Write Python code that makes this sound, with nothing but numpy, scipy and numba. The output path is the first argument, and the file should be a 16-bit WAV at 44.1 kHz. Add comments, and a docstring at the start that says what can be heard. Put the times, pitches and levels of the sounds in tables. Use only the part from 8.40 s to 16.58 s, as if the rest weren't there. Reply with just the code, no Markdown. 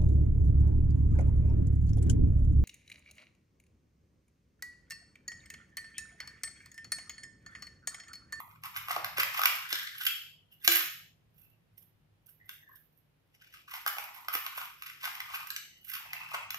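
"""A knife saws through a hollow bell pepper on a steel plate, in a hard, echoing kitchen.
The flesh tears in dense random grains that hiss and excite two cavity resonances; cracks are damped sines with
noise snaps. Taps ring steel modes, knocks are noise bursts, rubs are gliding resonances, and a faint hum wavers.
Shaped noise makes the echoes and the room hiss. Two microphone ports of unlike colour listen, and a
noise suppressor holds the room noise down and cuts the tails."""
import sys
import numpy as np
from scipy import signal
from scipy.fft import rfft, irfft, next_fast_len
from scipy.io import wavfile
from scipy.ndimage import uniform_filter1d
from numba import njit

SR = 44100
rng = np.random.default_rng(int(sys.argv[2]) if len(sys.argv) > 2 else 0)


def unload_wav(signal):
    """Save mono or channel-first audio to the path in sys.argv[1] as 16-bit WAV at rate SR, clipped to [-1, 1]."""
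    wavfile.write(
        sys.argv[1],
        SR,
        np.round(np.clip(np.atleast_2d(signal).T, -1, 1) * 32767).astype(np.int16),
    )


N = 360738   # samples


def from_db(db):
    """Logarithmic level law: decibels to amplitude gain."""
    return 10 ** (np.asarray(db) / 20)


def rms_one(x):
    """Energy normalisation: scale to a root-mean-square of 1."""
    return x / np.sqrt(np.mean(x ** 2) + 1e-20)


def in_time(rows):
    """Linear interpolation: table columns, after the time in seconds, as one value per sample."""
    s, *columns = np.transpose(rows)
    return [np.interp(np.arange(N) / SR, s, column) for column in columns]


def at_hz(points, hz):
    """Logarithmic frequency scale: read a spectrum in dB between its points."""
    points = np.array(points)
    return np.interp(np.log(hz + 1), np.log(points[:, 0]), points[:, 1])


def colour(x, spectrum, share=1):
    """Minimum-phase filtering: a folded cepstrum gives a spectrum in dB its causal response."""
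    size = next_fast_len(N + 8192)
    log_gain = share * at_hz(spectrum, np.fft.rfftfreq(4096, 1 / SR)) * np.log(10) / 20
    cepstrum = irfft(log_gain)
    cepstrum[1:2048] *= 2
    cepstrum[2049:] = 0
    response = irfft(np.exp(rfft(cepstrum)))
    return irfft(rfft(x, size) * rfft(response, size), size)[..., :N]


def dying(t60, rise_s=0.00015):
    """Exponential decay: a 50 ms envelope with a quick rise."""
    t = np.arange(SR // 20) / SR
    return from_db(-60 * t / t60) * (1 - np.exp(-t / rise_s))


def add(out, s, sound):
    """Superposition: mix a sound in at a time in seconds."""
    at = round(s * SR)
    out[at:at + len(sound)] += sound[:N - at]


def ringing(modes, level_db):
    """Modal decay: a sum of damped sines, half a second long."""
    t = np.arange(SR // 2) / SR
    return sum(from_db(level_db + db - 60 * t / t60) * np.sin(2 * np.pi * hz * t) for hz, db, t60 in modes)


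@njit
def moving_resonance(x, hz, r, sr):
    """Two-pole resonance: pole radius r sets the damping while the centre follows hz."""
    y = np.zeros(len(x))
    for i in range(2, len(x)):
        y[i] = x[i] - x[i - 2] + 2 * r * np.cos(2 * np.pi * hz[i] / sr) * y[i - 1] - r * r * y[i - 2]
    return y


GRAINS_PER_S = 2000   # mean rate


def grains(spread_db, clump_db=7.0, clump_hz=45):
    """Random impulse process: cells burst in clumps, a few much louder than the rest; rms 1."""
    slow = signal.lfilter(*signal.butter(2, clump_hz, fs=SR), rng.standard_normal(N))
    clumps = from_db(clump_db * rms_one(slow))
    sizes = from_db(spread_db * np.minimum(rng.exponential(1, N), 4)) * rng.choice([-1, 1], N)
    bursts = rng.random(N) < GRAINS_PER_S / SR
    return rms_one(clumps * sizes * bursts)


# Strokes of the blade. Each row: bite in seconds, peak level in dB before the port gain, length in seconds.
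STROKES = [(0.0, -42, 0.099), (0.103, -58, 0.31), (0.254, -34.5, 0.075), (0.368, -38.5, 0.094),
           (0.513, -37, 0.17), (0.648, -45, .115), (0.798, -27.5, 0.1), (1.003, -37.5, 0.68),
           (1.346, -40, 0.41), (1.613, -38.5, 0.28), (1.668, -32.5, 0.077), (2.128, -62.5, .1),
           (2.253, -30.5, .06), (2.331, -26, 0.24), (2.997, -62.5, 0.26), (3.39, -62, 0.19),
           (3.882, -56.5, 0.15), (4.101, -54.5, 0.17), (4.356, -54.5, 0.21), (4.56, -69, .25),
           (5.007, -60.5, 0.49), (5.165, -52, 0.21), (5.336, -46, 0.23), (5.48, -27, 0.05),
           (5.596, -44, 0.23), (5.767, -52.5, 0.29), (5.946, -35.5, 0.14), (6.046, -48.5, .15),
           (6.176, -39.5, 0.23), (6.459, -50, 0.33), (6.658, -39, 0.28), (6.787, -49.5, 0.24),
           (6.943, -40.5, 0.34), (7.519, -40, 0.31), (7.754, -52.5, 1), (7.94, -39.5, 0.15)]
# A stroke swells over this share of its length and dies over the rest, by this range.
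SWELL_SHARE, STROKE_RANGE_DB = 0.4, 28.5


def strokes():
    """Exponential growth and decay: steady rates in dB about each bite; overlaps add in power."""
    t, power = np.arange(0, N + 64, 64) / SR, 0
    for s, peak_db, length in STROKES:
        away = np.maximum((s - t) / SWELL_SHARE, (t - s) / (1 - SWELL_SHARE)) / length
        power = power + from_db(2 * (peak_db - STROKE_RANGE_DB * away))
    return np.interp(np.arange(N) / SR, t, np.sqrt(power))


# How the cut sounds as it deepens. Each row: time in seconds, cavity level in dB and wet hiss level in dB
# (both relative to the duller tearing), cavity pitch in Hz before it wanders.
CUT_PROGRESS = [(0, 20.5, 16.5, 1006), (.3, 10.5, 0, 1065), (.7, -13, -9, 1163), (1.02, 1.5, -6.5, 1206),
                (1.35, 8, -1.5, 1688), (1.7, -9, 0.5, 1808), (2.3, -7.5, 1, 1699), (3.0, -1, 6, 1454),
                (4.6, -7.5, 10, 1500), (5.0, -10, -12, 1342), (5.5, 4, 0, 998), (6.1, 9.5, 6, 1129),
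                (6.5, -15, -11, 1257), (6.9, 7, -2.5, 1106), (7.5, -15.5, 6, 1347), (7.62, 3, -15, 880),
                (7.8, 6.5, -6, 1150), (8.18, 29, -7.5, 1171)]
# Spectrum of tearing flesh. Each row: frequency in Hz, relative density in dB per Hz.
TEARING_SPECTRUM = [(450, -29.5), (750, -18.5), (1500, 0), (2800, -0.5), (4200, -11.5), (5300, -8.5),
                    (8200, -26), (11200, -14.5), (12100, -9), (14500, -14)]
CAVITY_WIDTH_HZ, SECOND_MODE = 474, 1.95   # lower mode's pole bandwidth; pitch ratio of upper mode to lower
UPPER_DB, UPPER_LOSS = -0.5, 0.12   # upper mode re the lower; it loses this share of the cavity's own rise
WANDER_HZ, WANDER_OCTAVES = 7, 0.1   # the cavity's pitch wanders as the hand squeezes the pepper
# Tearing below this edge fades as the cavity's pitch rises above it, over one octave at most.
LOW_EDGE_HZ, LOW_DB_PER_OCTAVE = 1310, 46.5


def sawing():
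    """Cavity resonance: bursting cells hiss directly and excite two modes of the air within."""
    cavity_db, bright_db, hz = in_time(CUT_PROGRESS)
    wander = rms_one(signal.lfilter(*signal.butter(2, WANDER_HZ, fs=SR), rng.standard_normal(N)))
    hz = hz * 2 ** (WANDER_OCTAVES * wander)
    upper_db = UPPER_DB - UPPER_LOSS * cavity_db

    tear = colour(grains(spread_db=1.5), TEARING_SPECTRUM)
    dull, bright = (rms_one(signal.sosfilt(signal.butter(4, 9500, kind, fs=SR, output="sos"), tear))
                    for kind in ("low", "high"))
    # The same section twice on each side of the low edge.
    deep, upper = (signal.sosfilt(signal.butter(2, LOW_EDGE_HZ, kind, fs=SR, output="sos")[[0, 0]], dull)
                   for kind in ("low", "high"))
    deep_loss_db = LOW_DB_PER_OCTAVE * np.clip(np.log2(hz / LOW_EDGE_HZ), 0, 1)
    dull = upper + from_db(-deep_loss_db) * deep

    burst, r = grains(spread_db=2.5), np.exp(-np.pi * CAVITY_WIDTH_HZ / SR)
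    lower_mode = moving_resonance(moving_resonance(burst, hz, r, SR), hz, r * r, SR)   # twice, for steep skirts
    upper_mode = moving_resonance(burst, SECOND_MODE * hz, r, SR)
    cavity = rms_one(lower_mode) + from_db(upper_db) * rms_one(upper_mode)

    mix = np.sqrt(1 + from_db(2 * bright_db) + from_db(2 * cavity_db))   # the stroke's level is for the whole mix
    return strokes() / mix * (dull + from_db(bright_db) * bright + from_db(cavity_db) * cavity)


# Decay of the kitchen's echoes. Each row: band centre in Hz, reverberation time t60 in seconds.
KITCHEN_DECAY = [(300, 0.17), (700, 0.74), (1500, 0.57), (3000, 0.59), (6000, 0.57), (12000, 0.45)]
KITCHEN_DB, TAIL_RISE_S = -3, 0.0084   # tail energy re direct sound; time over which it builds up
COUNTER_DB, COUNTER_T60_S = -8, 0.025   # reflections off plate and counter


def kitchen(x):
    """Diffuse reverberation: close reflections, then noise that dies band by band."""
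    t, tail = np.arange(SR) / SR, 0
    for hz, t60 in KITCHEN_DECAY:
        edges_hz = [hz / np.sqrt(2), min(hz * np.sqrt(2), 17000)]
        band = signal.butter(2, edges_hz, "band", fs=SR, output="sos")
        tail = tail + signal.sosfilt(band, rng.standard_normal((2, SR))) * from_db(-60 * t / t60)
    tail = tail * np.clip(t / TAIL_RISE_S, 0, 1) ** 2
    close = rng.standard_normal((2, SR)) * from_db(-60 * t / COUNTER_T60_S) * (t > .0015)
    echoes = from_db(KITCHEN_DB) * rms_one(tail) + from_db(COUNTER_DB) * rms_one(close)
    low, high = (signal.butter(1, 600, kind, fs=SR) for kind in ("low", "high"))
    echoes = signal.lfilter(*low, echoes[0]) + signal.lfilter(*high, echoes)   # long waves reach both ports alike
    return signal.fftconvolve(x[None], echoes / np.sqrt(SR), axes=1)[:, :N]


# Bands of the far hum. Each row: centre in Hz, width in Hz, relative level in dB.
HUM_BANDS = [(106.7, 13, 10.5), (146.6, 8.6, 7.5)]
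# Wavering of the hum. Each row: time in seconds, overall level in dB before the suppressor.
HUM_LEVEL = [(0, -64), (.8, -61), (1.1, -72), (2.8, -65.5), (4.0, -70), (5.7, -79.5), (7.4, -70.5),
             (7.9, -66.5)]


def hum():
    """Narrow-band noise: a far hum in a few bass bands wavers, nearly alike in both ears."""
    white = rng.standard_normal(N) + .4 * rng.standard_normal((2, N))
    bands = (from_db(db) * rms_one(signal.lfilter(*signal.iirpeak(hz, hz / width, fs=SR), white))
             for hz, width, db in HUM_BANDS)
    return from_db(in_time(HUM_LEVEL)[0]) * rms_one(sum(bands))


# Room hiss before the suppressor's depth is added. Each row: frequency in Hz, relative density in dB per Hz.
HISS_SPECTRUM = [(40, -1), (155, -12.5), (300, -14.5), (1100, -25.5), (2800, -28.5), (8000, -43.5),
                 (11300, -37.5), (12300, -39), (14500, -42)]
# Full depth of the noise suppressor. 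Each row: frequency in Hz, depth in dB.
SUPPRESSION_DEPTH = [(50, 11.5), (150, -1.5), (400, 17), (1000, 19), (3000, 9), (16000, 7.5)]
HISS_DB = -73   # before the suppressor's depth is added


def room_noise():
    """Partial coherence: steady hiss shares its bass between the ears; raised by the suppressor's depth."""
    own, shared = rng.standard_normal((2, N)), rng.standard_normal(N)
    low, high = (signal.butter(1, 400, kind, fs=SR) for kind in ("low", "high"))
    white = signal.lfilter(*low, 0.5 * shared + 0.23 * own) + signal.lfilter(*high, own)
    hiss = from_db(HISS_DB) * colour(rms_one(colour(white, HISS_SPECTRUM)), SUPPRESSION_DEPTH)
    return hiss + hum()


# Cracks of the flesh. Each row: start in seconds, cavity pop level in dB before the port gain,
# cavity pitch in Hz, snap level in dB relative to the pop, before a common snap gain and colour.
CRACKS = [(0.236, -42.5, 1100, -9.5), (0.363, -31.5, 1085, -15.5), (0.484, -24.5, 1190, -28),
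          (0.507, -18, 1190, -46.5), (0.563, -16.5, 1145, -31.5), (0.645, -22, 1180, -20),
          (0.782, -23.5, 1130, -17), (0.832, -28, 1110, -12), (0.993, -14, 1241, -29),
          (1.016, -16, 1240, -24.5), (1.035, -20.5, 1180, -17), (1.056, -22, 1886, -6.5),
          (4.092, -56, 2580, 4), (5.463, -17, 1217, -26), (5.584, -28.5, 852, -17.5),
          (5.884, -20.5, 1246, -25.5), (5.951, -22, 1200, -20), (6.064, -25, 1106, -20),
          (6.179, -27, 950, -49), (6.422, -34, 1206, -20), (6.641, -32.5, 1000, -15),
          (6.803, -31.5, 2000, -17.5), (6.891, -36, 1150, -30), (7.49, -54, 1600, -6),
          (7.732, -31.5, 1990, -14.5), (7.95, -30.5, 1218, -30.5), (8.105, -51.5, 1660, 8.5),
          (8.144, -25, 1234, -24)]
POP_T60_S, POP_RISE_S, SNAP_T60_S = 0.011, 0.0008, 0.014
WALL_RATIO, WALL_DB = 0.7, -12   # the pepper's wall thuds below the pop: pitch and level re the pop


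def cracks():
    """Impulse excitation: each crack is a short pop of the cavity with a bright snap on top."""
    pops, snaps = np.zeros(N), np.zeros(N)
    pop, snap = dying(POP_T60_S, POP_RISE_S), dying(SNAP_T60_S)
    noise = rng.standard_normal((len(CRACKS), len(snap)))
    for (s, pop_db, hz, snap_db), burst in zip(CRACKS, noise):
        turn = 2 * np.pi * hz * np.arange(len(pop)) / SR
        wall = from_db(WALL_DB) * np.sin(WALL_RATIO * turn)
        add(pops, s, from_db(pop_db) * pop * (np.sin(turn) + wall))
        add(snaps, s, from_db(pop_db + snap_db) * snap * burst)
    pops = signal.sosfilt(signal.butter(2, 420, "high", fs=SR, output="sos"), pops)
    return pops + from_db(27.0) * colour(snaps, TEARING_SPECTRUM)


# The pepper jolts against the plate. Each row: start in seconds, level in dB before the envelope and
# the port gain, band centre in Hz.
KNOCKS = [(0.563, -29, 780), (0.783, -34, 556), (1.328, -39, 503), (2.277, -33, 687), (5.951, -41, 456.7)]
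KNOCK_T60_S = 0.03   # a dull crunch


def knocks():
    """Damped impact: each knock is a short burst of noise, an octave wide."""
    out, shape = np.zeros(N), dying(KNOCK_T60_S, POP_RISE_S)
    for (s, db, hz), draw in zip(KNOCKS, rng.standard_normal((len(KNOCKS), len(shape)))):
        band = signal.butter(2, [hz / np.sqrt(2), hz * np.sqrt(2)], "band", fs=SR, output="sos")
        add(out, s, from_db(db) * shape * rms_one(signal.sosfilt(band, draw)))
    return out


FLEX_HZ, FLEX_T60_S, KNOCK_FLEX_DB = 339, .45, -25   # flexing of the whole plate; its level re the knock


def flexing():
    """Low plate mode: the whole plate's flexing swells in after knocks and taps."""
    out, swell = np.zeros(N), np.clip(np.arange(SR // 2) / SR / 0.014, 0, 1)
    from_knocks = [(s, db + KNOCK_FLEX_DB) for s, db, _ in KNOCKS]
    from_taps = [(s, tick_db + flex_db) for s, tick_db, _, flex_db in TAPS]
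    for s, db in from_knocks + from_taps:
        add(out, s, swell * ringing([(FLEX_HZ, 0, FLEX_T60_S)], db))
    return out


# Blade on plate. Each row: start in seconds, tick peak in dB before the high-pass and the port gain,
# plate ring in dB and plate flexing in dB (both relative to the tick; the flexing takes no port gain).
TAPS = [(1.3276, -18.5, -11, -44.5), (1.6659, -17.5, -16.5, -51), (2.277, -3.5, -12, -33.5),
        (7.1039, -21.5, -14, -42), (7.1632, -23.5, -14, -46)]
# Plate modes, damped by the food on it. Each row: frequency in Hz, mean relative level in dB, t60 in seconds.
PLATE_MODES = [(1650, 0, .025), (2400, -4, .022), (3000, -1, .02), (4000, -4, .015), (5163, -11, .03)]
# Blade modes. Each row: frequency in Hz, relative level in dB, t60 in seconds.
BLADE_MODES = [(2670, -6, .06), (3060, 0, .04), (3230, -2, .06)]
BLADE_FREED_S, BLADE_FREED_DB = 1.668, -24.5   # the blade springs free and rings
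CLATTER_DB, CLATTER_T60_S = -6, .018   # the blade chatters on after the first touch: decaying noise re the tick


def plate():
    """Modal impact: a sharp tick of steel on steel sets off the plate's modes; the freed blade rings."""
    out, tick = np.zeros(N), dying(0.0017) + from_db(CLATTER_DB) * dying(CLATTER_T60_S)
    noise = rng.standard_normal((len(TAPS), len(tick)))
    for (s, tick_db, ring_db, _), draw in zip(TAPS, noise):
        contact = tick * draw
        contact[1] += 3.0   # the first touch is one hard click
        bright = signal.lfilter(*signal.butter(2, [1200, 6500], "band", fs=SR), contact)
        # The port's narrow treble resonance near 12 kHz brightens the tick.
        port_treble = signal.lfilter(*signal.butter(1, [11500, 14500], "band", fs=SR), contact)
        bright += from_db(-1.5) * port_treble
        add(out, s, from_db(tick_db) * bright / abs(bright).max())
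        struck = [(hz, db + rng.normal(0, 3), t60) for hz, db, t60 in PLATE_MODES]   # every tap lands elsewhere
        add(out, s, ringing(struck, tick_db + ring_db))
    add(out, BLADE_FREED_S, ringing(BLADE_MODES, BLADE_FREED_DB))
    # High-pass: keeps ticks and rings free of bass from their abrupt starts.
    return signal.sosfilt(signal.butter(4, LOW_EDGE_HZ, "high", fs=SR, output="sos"), out)


# Faint squeaky rubs. Each row: start in seconds, length in seconds (cut off at half a second),
# first pitch in Hz, last pitch in Hz, level in dB before the swell and the port gain.
RUBS = [(2.078, 0.13, 3020, 2780, -69.5), (2.991, 0.21, 2615, 2710, -68.5), (3.99, 0.11, 1854, 2080, -63.5),
        (4.149, 0.3, 1896, 1568, -59.5), (4.276, .1, 1007, 1138, -64.5), (7.29, 0.2, 2930, 3010, -63),
        (7.27, 0.23, 1960, 1940, -72), (7.64, 0.64, 2616, 2570, -50)]
RUB_WIDTH_HZ, RUB_SKEW = 170, .6   # pole bandwidth; a rub swells faster than it fades


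def rubs():
    """Stick-slip friction: grains pass twice through a narrow gliding resonance, swelling and fading."""
    out, r = np.zeros(N), np.exp(-np.pi * RUB_WIDTH_HZ / SR)
    half_seconds = grains(spread_db=0.5)[:len(RUBS) * (SR // 2)].reshape(len(RUBS), -1)
    for (start, length, first_hz, last_hz, level_db), noise in zip(RUBS, half_seconds):
        u = np.clip(np.arange(SR // 2) / SR / length, 0, 1)   # progress; a rub is cut off after half a second
        hz = first_hz + (last_hz - first_hz) * u
        squeak = rms_one(moving_resonance(moving_resonance(noise, hz, r, SR), hz, r, SR))
        add(out, start, from_db(level_db) * np.sin(np.pi * u ** RUB_SKEW) ** 2 * squeak)
    return out


# Colour of the ports: gain of the left, loss of the right. Each row: frequency in Hz, gain in dB.
PORT_COLOUR = [(300, 0), (5000, 0.5), (9000, 7), (12500, -9), (16000, -2)]
PORT_GAIN_DB, LEFT_LAG = 2.5, 8   # gain for the near sounds; delay of their direct path at the left, in samples


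def scene():
    """Superposition at two ports: near sounds with echoes and flexing, over the room noise."""
    near = from_db(PORT_GAIN_DB) * (sawing() + cracks() + knocks() + plate() + rubs())
    direct = np.stack([np.roll(near, LEFT_LAG), near])
    left, right = direct + kitchen(near) + flexing()
    ports = np.stack([colour(left, PORT_COLOUR, share=1), colour(right, PORT_COLOUR, share=-1)])
    return ports + room_noise()


def suppress(x, margin_db=5, memory=0.56):
    """Spectral subtraction: a bin's gain falls, to the full depth, as its power nears its quiet level."""
    hz, _, spec = signal.stft(x, SR, nperseg=1024)
    power = uniform_filter1d(np.mean(abs(spec) ** 2, axis=0), size=9, axis=0)
    smoothed = signal.lfilter([1 - memory], [1, -memory], power, axis=1)
    power = np.maximum(power, smoothed)   # rises at once, falls slowly
    quiet = np.percentile(power[:, ::4], 10, axis=1, keepdims=True) * from_db(2 * margin_db)
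    floor = from_db(-at_hz(SUPPRESSION_DEPTH, hz))[:, None]
    gain = np.maximum(1 - quiet / (power + 1e-20), floor)
    return signal.istft(spec * gain, SR, nperseg=1024)[1][:, :N]


CUTOFF_HZ = 16100


def record(dry):
    """Band limiting and clipping: bass roll-off, suppressor, overload at full scale, steep top cut."""
    x = suppress(signal.sosfilt(signal.butter(6, 46, "high", fs=SR, output="sos"), dry))
    return signal.sosfilt(signal.cheby2(16, 60, CUTOFF_HZ, fs=SR, output="sos"), np.clip(x, -1, 1))


dry = scene()
out = record(dry)
unload_wav(out)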